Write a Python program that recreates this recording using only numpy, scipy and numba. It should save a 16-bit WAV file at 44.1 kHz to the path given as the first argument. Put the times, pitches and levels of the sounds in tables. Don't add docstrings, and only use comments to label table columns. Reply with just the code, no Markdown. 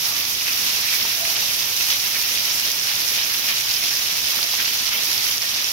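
import sys
import numpy as np
from scipy import signal
from scipy.fft import rfft, irfft
from scipy.io import wavfile
from numba import njit

SR = 44100
rng = np.random.default_rng(int(sys.argv[2]) if len(sys.argv) > 2 else 0)


def dump(signal):
    limited = np.clip(np.atleast_2d(signal).T, -1, 1)
    pcm = np.round(limited * 32767).astype(np.int16)
    wavfile.write(sys.argv[1], SR, pcm)


N = 252252
T = np.arange(N) / SR
BINS_HZ = np.maximum(np.arange(N // 2 + 1) * SR / N, 1)
PORT_LAG_S = 0.00041


def undb(db):
    return 10 ** (np.asarray(db) / 20)


def unit(x):
    return x / np.sqrt(np.mean(x ** 2))


def colour(x, points):
    hz, db = np.transpose(points)
    gain = undb(np.interp(np.log(BINS_HZ), np.log(hz), db))
    return irfft(rfft(x) * gain, N)


def walk(rate):
    return 1.34 * np.interp(T * rate, np.arange(2048), rng.standard_normal(2048))


def ramp(start_s, length_s):
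    return np.clip((T - start_s) / length_s, 0, 1)


def weather():
    squall_s, attack_s, release_s = 0.45, 0.15, 1.47
    rain_db, squall_db = -28.5, 2
    runoff_db, swell_db, swell_db_per_s = -30, 1.5, 0.49
    squall = ramp(squall_s, attack_s)
    since = np.maximum(T - squall_s, 0)
    lull = -1.5 * ramp(5.34, 0.055)
    rain = rain_db + squall_db * squall * np.exp(-since / release_s)
    flow = runoff_db + swell_db * squall + swell_db_per_s * since
    return undb(rain + lull), undb(flow + lull)


def dips():
    # (t/s, depth/dB, half-length/s)
    dip_rows = [(3.63, -2.5, 0.018), (5.39, -4.5, 0.013)]
    return undb(sum(db * np.exp(-((T - s) / half_s) ** 2) for s, db, half_s in dip_rows))


def diffuse():
    mid, side = rfft(rng.standard_normal((2, N)))
    alike = .9 * np.sinc(2 * BINS_HZ * PORT_LAG_S)
    mid, side = mid * np.sqrt(1 + alike), side * np.sqrt(1 - alike)
    return irfft(np.array([mid + side, mid - side]), N)


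def roof_drumming():
    # (f/Hz, level/dB per Hz, relative)
    drumming = [(25, -18), (45, -5), (70, 4.5), (100, 10), (140, 3.5), (180, -8), (300, -39), (600, -18)]
    return undb(-43.5) * unit(colour(diffuse(), drumming)) * undb(1.0 * walk(7.05))


def open_rain(swell_db, flicker_db):
    # (f/Hz, level/dB per Hz, relative)
    hiss = [(120, -1.5), (250, -2), (450, -4.5), (900, -1), (1500, 1.5), (2400, 3), (5500, 0), (8000, -3),
            (12000, -2), (16000, 3)]
    spectrum, swell, out = rfft(colour(diffuse(), hiss)), walk(22.01), 0
    octave = np.clip(np.log2(BINS_HZ / 125), 0, 7)
    for k in range(8):
        share = np.maximum(1 - abs(octave - k), 0)
        band = irfft(spectrum * share, N)
        out = out + band * undb(swell_db * swell + flicker_db * walk(35))
    return unit(out)


def hollow_rings(rise_s, fall_s, waver_db, wobble):
    # (peak t/s, rms level at the peak/dB before waver and pan, f/Hz)
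    ring_rows = [(0.125, -42, 1150), (1.215, -33.8, 672), (1.235, -43.5, 780), (4.45, -45, 690)]
    out = 0
    for s, db, hz in ring_rows:
        swell = np.exp(np.minimum((T - s) / rise_s, (s - T) / fall_s))
        phase = 2 * np.pi * hz * T + wobble * walk(150)
        out = out + undb(db + waver_db * walk(90)) * swell * np.sqrt(2) * np.sin(phase)
    return out * undb([[1.5], [-1.5]])


@njit
def pings(start, hz, q, size):
    out = np.zeros(N)
    for k in range(len(start)):
        first = int(np.ceil(start[k] * SR))
        pole = (2j - 1 / q[k]) * np.pi * hz[k] / SR
        z = size[k] * np.exp(pole * (first - start[k] * SR))
        step = np.exp(pole)
        for i in range(first, min(N, first + int(2 * q[k] * SR / hz[k]) + 2)):
            if i >= 0:
                out[i] += z.imag
            z *= step
    return out


def drops(start, hz, q, size, pan_db, spread=1, echo_db=-7, echo_s=.0035):
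    strand_share, strand_bearing = .12, 0.83
    bearing, echo_bearing, flip, path, place = rng.uniform(-1, 1, (len(start), 5)).T
    bearing = np.where(abs(place) < strand_share, strand_bearing, bearing)
    hz, q = np.clip(hz, 200, .4 * SR), np.full(len(start), max(q, .5))
    size = size * np.sign(flip)
    echo = start + echo_s * (1 + .8 * path)
    ports = []
    for ear in (1, -1):
        direct_s = start - ear * spread * bearing * PORT_LAG_S / 2
        echoed_s = echo - ear * echo_bearing * PORT_LAG_S / 2
        direct = pings(direct_s, hz, q, size * undb(ear * pan_db / 2))
        ports.append(direct + pings(echoed_s, hz, q, size * undb(echo_db)))
    return np.array(ports)


def spatter(count, hz, octaves, q, scatter_db, clump_db, clump_rate):
    when, rank = rng.random((count, 2)).T
    pitch, pan = rng.standard_normal((count, 2)).T
    start = when * T[-1]
    clump = np.interp(start, T, np.clip(walk(clump_rate), -2, 2))
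    bigness = -np.log(rank + .008)
    size = undb(scatter_db * bigness + clump_db * clump)
    return unit(drops(start, hz * 2 ** (octaves * pitch), q, size, 4 * pan))


def puddle_patter():
    return undb(-46.5) * spatter(count=1100, hz=1116, octaves=0.57, q=2.6,
                                 scatter_db=2.0, clump_db=1.0, clump_rate=27)


def single_drops(rows, q, pan_db):
    s, db, hz = np.array(rows, float).T
    return drops(s + .001, hz, q, undb(db), pan_db, spread=.1, echo_db=-16, echo_s=.003)


def puddle_plops():
    # (t/s, relative level/dB, f/Hz)
    plop_rows = [(1.051, -24.5, 945), (4.39, -23, 1340), (4.537, -26.5, 899), (4.889, -26, 1430)]
    return undb(6) * single_drops(plop_rows, q=6, pan_db=2.2)


def bubble_plinks():
    # (t/s, relative level/dB, f/Hz)
    plink_rows = [(.478, -20.5, 2580), (.888, -19.5, 2340), (.938, -17, 2300), (2.16, -21, 2250)]
    return undb(-2) * single_drops(plink_rows, q=45, pan_db=-1)


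def loose_times(count):
    return (np.arange(count) + rng.random(count)) * T[-1] / count


def hard_ticks(stray_count):
    # (t/s, relative level/dB)
    hardest = [(0.7622, -8), (2.7162, -9), (3.7389, -7), (5.1786, -8), (5.3797, -8), (5.6431, -7.5)]
    tick_hz, stray_db = 5600, -12
    rows = list(hardest) + [(s, stray_db) for s in loose_times(stray_count)]
    rows = np.column_stack([rows, tick_hz * (1 + .06 * rng.standard_normal(len(rows)))])
    return undb(-2) * single_drops(rows, q=4.5, pan_db=-7)


def light_gushes(count):
    mean_db, scatter_db, nominal_hz, octaves = 0, 2, 3700, .35
    size, pitch = np.clip(rng.standard_normal((count, 2)), -1.5, 1.5).T
    hz = nominal_hz * 2 ** (octaves * pitch)
    return np.transpose([loose_times(count), mean_db + scatter_db * size, hz])


def gushes(light_count, count, length_s, octaves, q, scatter_db):
    # (t/s, relative strength/dB, nominal f/Hz of the splash)
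    heavy = [(0.485, 4, 2340), (0.677, 5, 4000), (0.925, 2.5, 2600), (1.005, 2.5, 2760), (1.262, 2.5, 2450),
             (1.919, 7.5, 3070), (2.165, 2.5, 2150), (2.372, 5.5, 3230), (2.893, 2, 2400),
             (3.201, 3.5, 2740), (3.5, 6.5, 2450), (4.285, 1, 2600), (4.598, 5.5, 2250), (4.938, 4.5, 2050)]
    rows = np.vstack([heavy, light_gushes(light_count)])
    s, db, hz = rows.T[:, :, None]
    chance = np.clip(rng.standard_normal((len(s), count, 3)), -1.6, 1.6)
    pitch, pan, big = chance.transpose(2, 0, 1)
    late = rng.gamma(3, 1 / 3, pitch.shape) - .9
    share = undb(scatter_db * big)
    size = undb(db) * share / np.linalg.norm(share, axis=1, keepdims=True)
    pitch_hz = 1.134 * hz * 2 ** (octaves * pitch)
    return drops((s + length_s * late).ravel(), pitch_hz.ravel(), q, size.ravel(), 3 * pan.ravel())


def runoff(rain, flow):
    # (f/Hz, level/dB)
    radiation = [(500, -10), (1100, -2), (2000, -0.5)]
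    spray = undb(-1.5) * flow * spatter(count=14000, hz=5080, octaves=0.51, q=3.24,
                                        scatter_db=3.0, clump_db=1.5, clump_rate=70)
    patter = undb(-9.5) * flow * spatter(count=4000, hz=2600, octaves=0.25, q=2.9,
                                         scatter_db=3.0, clump_db=1.0, clump_rate=55)
    bubbles = undb(-8.5) * flow * spatter(count=900, hz=4100, octaves=.45, q=60,
                                          scatter_db=2.7, clump_db=1, clump_rate=15)
    fizz = undb(-6) * rain * spatter(count=7000, hz=11400, octaves=0.32, q=2.6,
                                     scatter_db=3.0, clump_db=3.0, clump_rate=42)
    slaps = undb(-6.0) * gushes(light_count=14, count=36, length_s=.031, octaves=0.39,
                                q=4.23, scatter_db=3.0)
    return colour(spray + patter + bubbles + fizz + slaps, radiation)


def scene():
    rain, flow = weather()
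    roof = roof_drumming()
    far = undb(5) * rain * open_rain(swell_db=.5, flicker_db=1.31)
    rings = hollow_rings(rise_s=.027, fall_s=.08, waver_db=2.5, wobble=.6)
    puddles = puddle_patter() + puddle_plops() + bubble_plinks()
    ticks = hard_ticks(stray_count=10)
    near = runoff(rain, flow)
    return roof + rings + ticks + dips() * (far + puddles + near)


def record(dry):
    # (f/Hz, left level/dB, right level/dB)
    ports = np.array([(100, -7.5, -6.5), (300, -2.5, -4.5), (1450, -2, -4), (2480, 0, 3), (3240, 2.5, 1.5),
                      (4590, 1.5, 6), (5600, 4, 11), (6250, 1.5, 7.5), (7180, 2, -3), (7340, -8, -4.5),
                      (9430, -2, -3), (10360, -3.5, 3.5), (12140, -0.5, 9), (15600, -5, -1)])
    bass_hz, top_hz = 55, 15750
    heard = np.array([colour(dry[ear], ports[:, [0, ear + 1]]) for ear in (0, 1)])
    heard = signal.sosfilt(signal.butter(3, bass_hz, "high", fs=SR, output="sos"), heard)
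    return signal.sosfilt(signal.ellip(12, .2, 80, top_hz, fs=SR, output="sos"), heard)


dry = scene()
out = record(dry)
dump(out)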